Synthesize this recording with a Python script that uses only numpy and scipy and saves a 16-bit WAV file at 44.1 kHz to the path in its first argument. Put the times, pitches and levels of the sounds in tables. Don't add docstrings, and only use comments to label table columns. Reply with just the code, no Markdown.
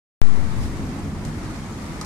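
import sys
import numpy as np
from scipy import signal
from scipy.fft import rfft, irfft
from scipy.io import wavfile
from scipy.ndimage import uniform_filter1d

SR = 44100
rng = np.random.default_rng(int(sys.argv[2]) if len(sys.argv) > 2 else 0)


def pcm_store(signal):
    levels = np.round(np.clip(np.atleast_2d(signal), -1, 1) * 32767)
    wavfile.write(sys.argv[1], SR, levels.astype(np.int16).T)


N = 90404
TIME = np.arange(N) / SR
FREQS = np.maximum(np.arange(N // 2 + 1) * SR / N, 1)
ALIKE_BELOW_HZ = 1030


def undb(db):
    return 10 ** (np.asarray(db) / 20)


def unit(x):
    return x / np.sqrt(np.mean(x ** 2, axis=-1, keepdims=True))


def curve(rows):
    return undb(np.interp(TIME, *np.array(rows).T))


def shape(rows):
    hz, db = np.array(rows).T
    return undb(np.interp(np.log(FREQS), np.log(hz), db))


def colour(x, gain):
    return irfft(rfft(x) * gain, N)


def resonance(hz, width):
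    return 1 / (1 + (2 * (FREQS - hz) / width) ** 2)


def below(hz, order):
    return 1 / (1 + (FREQS / hz) ** order)


def steady(x, span_s=.09):
    power = uniform_filter1d(np.mean(x ** 2, axis=0), int(span_s * SR))
    return x / np.sqrt(uniform_filter1d(power, int(span_s * SR / 2)))


# (frequency [Hz], relative level [dB])
RUMBLE_TONE = [(15, -10.5), (30, 1.5), (70, -3.5), (120, -4.5), (200, -3), (280, -3.5), (350, -7.5),
               (450, -15), (700, -24), (1500, -53)]
SIDE_TONE = [(20, 10), (50, -34), (120, -16), (250, -23.5), (500, -7.5)]
# (frequency [Hz], width [Hz], boost [dB])
ROOM_NOTES = [(47.6, 7, 12.2), (93.5, 37, 13.6), (150.9, 11, 14.3), (199.6, 9.6, 6.3), (222.8, 18.7, 5.9),
              (277, 7.3, 5.1)]
# (time [s], relative level [dB])
DEEP_SWELL = [(.22, -37), (.33, -37.5), (.44, -29), (.53, -36), (.59, -25), (.72, -30), (.78, -36),
              (.84, -31), (.96, -38), (1.05, -30.5), (1.2, -33.5), (1.28, -31.5), (1.5, -34), (1.62, -37.5),
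              (1.88, -37), (2.05, -37.5)]
MIDDLE_SWELL = [(.25, -40), (.58, -30.5), (.66, -37.5), (.88, -30.5), (1.0, -38.5), (1.09, -31.5),
                (1.22, -36.5), (1.3, -31), (1.39, -40), (1.46, -34), (1.66, -36), (1.82, -37.5),
                (1.98, -34), (2.05, -42.5)]
UPPER_SWELL = [(.22, -39.5), (.33, -35.5), (.39, -32.5), (.52, -36), (.65, -31.5), (.77, -33.5), (.84, -30),
               (.9, -31.5), (1.08, -31.5), (1.2, -34), (1.28, -32), (1.4, -33.5), (1.51, -34), (1.64, -36),
               (1.8, -34.5), (2.05, -36)]

def rumble():
    room_db = sum(db * resonance(hz, width) for hz, width, db in ROOM_NOTES)
    tone = shape(RUMBLE_TONE) * undb(room_db)
    shared = rng.standard_normal(N)
    side = colour(rng.standard_normal(N), shape(SIDE_TONE))
    ears = np.array([shared + side, shared - side])
    lowest, low = below(hz=113.4, order=12), below(hz=179.5, order=16)
    deep = steady(colour(ears, tone * lowest)) * curve(DEEP_SWELL)
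    middle = steady(colour(ears, tone * (low - lowest))) * curve(MIDDLE_SWELL)
    upper = steady(colour(ears, tone * (1 - low))) * curve(UPPER_SWELL)
    return deep + middle * undb(-3) + upper * undb(-.5)


def patter(drops_per_s=2400, spread_db=3, splash_s=.0021, near_share=.37):
    hits = rng.random(N) < drops_per_s / SR
    sizes = undb(spread_db * np.minimum(rng.exponential(size=N), 5))
    clicks = hits * sizes * rng.choice([-1, 1], N)
    one_splash = np.exp(-TIME / splash_s) * rng.standard_normal(N)
    splash_power = np.maximum(signal.fftconvolve(clicks ** 2, one_splash ** 2)[:N], 0)
    splashes = unit(np.sqrt(splash_power) * rng.standard_normal(N))
    near = unit(splashes + .5 * unit(clicks))
    far = rng.standard_normal(N)
    return (np.sqrt(near_share) * near + np.sqrt(1 - near_share) * far) * flicker()


def flicker(depth_db=1.06, steps_per_s=14.15):
    steps = rng.standard_normal(400)
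    return undb(depth_db * np.interp(TIME * steps_per_s, np.arange(len(steps)), steps))


def spray(peak_s=.63, swell_s=.059, level_db=-54):
    swell = np.exp(-((TIME - peak_s) / swell_s) ** 2)
    hiss = colour(np.array([patter(), patter()]), resonance(hz=10300, width=4000))
    return undb(level_db) * swell * unit(hiss)


# (time [s], pitch [Hz], level [dB], time to fade by 60 dB [s])
HEAVY_DRIPS = [(.47, 900, -46, 0.85), (.515, 1250, -36.5, 0.12), (.585, 1136, -39, 0.28),
               (.832, 240, -27, 0.18), (.972, 833, -41.5, 0.48), (.9905, 8450, -38, 0.033),
               (1.276, 147, -30.5, 0.24), (1.51, 149.8, -25, 0.29)]

def drips(rise_s=.003):
    out = np.zeros((2, N))
    for start, hz, db, fade_s in HEAVY_DRIPS:
        age = np.maximum(TIME - start, 0)
        rise = np.minimum(age / rise_s, 1)
        phase = min(hz / ALIKE_BELOW_HZ, 1) * rng.random((2, 1)) / 4
        out += rise * undb(db - 60 * age / fade_s) * np.sin(2 * np.pi * (hz * age + phase))
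    return out


# (time [s], noise level [dB], boosted frequency [Hz], ring level [dB])
CLOSE_TAPS = [(0.636, -40, 9200, -45), (0.99, -47, 8400, -52), (1.25, -28, 9000, -58),
              (1.502, -41, 5000, -39), (2.0116, -22.5, 5600, -29.5), (2.0465, -28.5, 6000, -43)]
# (frequency [Hz], relative level [dB])
TAP_TONE = [(500, -17), (2000, -1), (3100, -10), (4300, 1), (7200, -2.5), (9200, -6), (11000, -9.5),
            (14000, -17)]
# (pitch [Hz], relative level [dB], time to fade by 60 dB [s])
FRAME_NOTES = [(239, -14, 0.61), (837, -7.5, 0.14), (1024, -3.5, 0.057), (1240, 2, 0.072),
               (2114, -14.5, 0.14)]

def taps(rise_s=.0025, hold_s=.00085, decay_s=.0011, echo_db=-14.5, echo_s=.025):
    out = np.zeros((2, N))
    for start, noise_db, bright_hz, ring_db in CLOSE_TAPS:
        age = np.maximum(TIME - start, 0)
        rise = np.minimum(age / rise_s, 1)
        burst = np.exp(-np.maximum(age - hold_s, 0) / decay_s)
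        echo = undb(echo_db) * np.exp(-age / echo_s)
        tone = shape(TAP_TONE) * undb(3 * resonance(bright_hz, width=3200))
        noise = (burst + echo) * unit(colour(rng.standard_normal((2, N)), tone))
        ring = np.zeros((2, N))
        for hz, db, fade_s in FRAME_NOTES:
            phase = rng.random((2, 1)) / 4
            ring += undb(db - 60 * age / fade_s) * np.sin(2 * np.pi * (hz * age + phase))
        out += rise * (undb(noise_db) * noise + undb(ring_db) * ring)
    return out


def pings(per_s=390, low_hz=649.7, high_hz=6993, decay_cycles=64, spread_db=2.5):
    out = np.zeros((2, N))
    for when, pitch, size, place, lag in rng.random((int(per_s * N / SR), 5)):
        hz = low_hz + (high_hz - low_hz) * pitch ** 2
        first = int(when * N)
        length = min(N - first, int(5 * decay_cycles * SR / hz))
        cycles = np.arange(length) * hz / SR
        ring = np.exp(-cycles / decay_cycles) * np.sin(2 * np.pi * (cycles + np.array([[0], [lag]])))
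        strength = undb(-spread_db * np.log(max(size, .02))) * hz ** .75
        left_right = np.sqrt([[place], [1 - place]])
        out[:, first:first + length] += strength * left_right * ring
    return unit(out)


# (frequency [Hz], relative level [dB])
RAIN_TONE_LEFT = [(100, -25.5), (400, -5), (620, -3.5), (900, 0), (1250, -1), (1500, -5), (2100, -4),
                  (2700, -12.5), (3400, -14), (4200, -12.5), (7000, -13.5), (9500, -16.5), (12000, -25.5),
                  (14500, -32)]
RAIN_TONE_RIGHT = [(100, 2), (400, -1.5), (620, -1), (900, 0), (1250, -2), (1500, -5.5), (2100, -6),
                   (2700, -10.5), (3400, -11.5), (4200, -12), (7000, -15), (9500, -19.5), (12000, -26.5),
                   (14500, -33)]
# (time [s], relative level [dB])
BODY_SWELL = [(0.23, -42), (0.65, -42), (1.03, -42.5), (1.12, -43.5), (1.5, -42), (1.72, -43.5),
              (1.95, -42.5), (2.05, -41)]
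HISS_SWELL = [(.22, -50.5), (.5, -50.5), (.64, -47.5), (.72, -49.5), (1.15, -51.5), (1.3, -51), (1.6, -50),
              (2.0, -49.5), (2.05, -58)]

def rain():
    alike = below(ALIKE_BELOW_HZ, order=3)
    shared = colour(patter(), np.sqrt(alike))
    separate = colour(np.array([patter(), patter()]), np.sqrt(1 - alike))
    wash = shared + separate + pings() * undb(-12.5)
    tone = np.array([shape(RAIN_TONE_LEFT), shape(RAIN_TONE_RIGHT)])
    low = below(hz=2500, order=8)
    body, hiss = colour(wash, tone * low), colour(wash, tone * (1 - low))
    body = body / body.std() * curve(BODY_SWELL)
    hiss = hiss / hiss.std() * curve(HISS_SWELL)
    return body * undb(2.5) + hiss * undb(3)


def scene():
    return rain() + rumble() + taps() + drips() + spray()


def record(dry, on_s=.21656, settle_s=.16, whine_hz=11755, top_hz=14250):
    age = TIME - on_s
    jump = np.array([[-.71], [.055]])
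    pop = jump * np.exp(-np.maximum(age, 0) / settle_s)
    whine = np.array([[0], [1]]) * undb(-69) * np.sin(2 * np.pi * whine_hz * age)
    live = (dry + pop + whine) * (age >= 0)
    treble_cut = signal.ellip(8, .1, 50, top_hz, fs=SR, output="sos")
    return signal.sosfiltfilt(treble_cut, live)


dry = scene()
out = record(dry)
pcm_store(out)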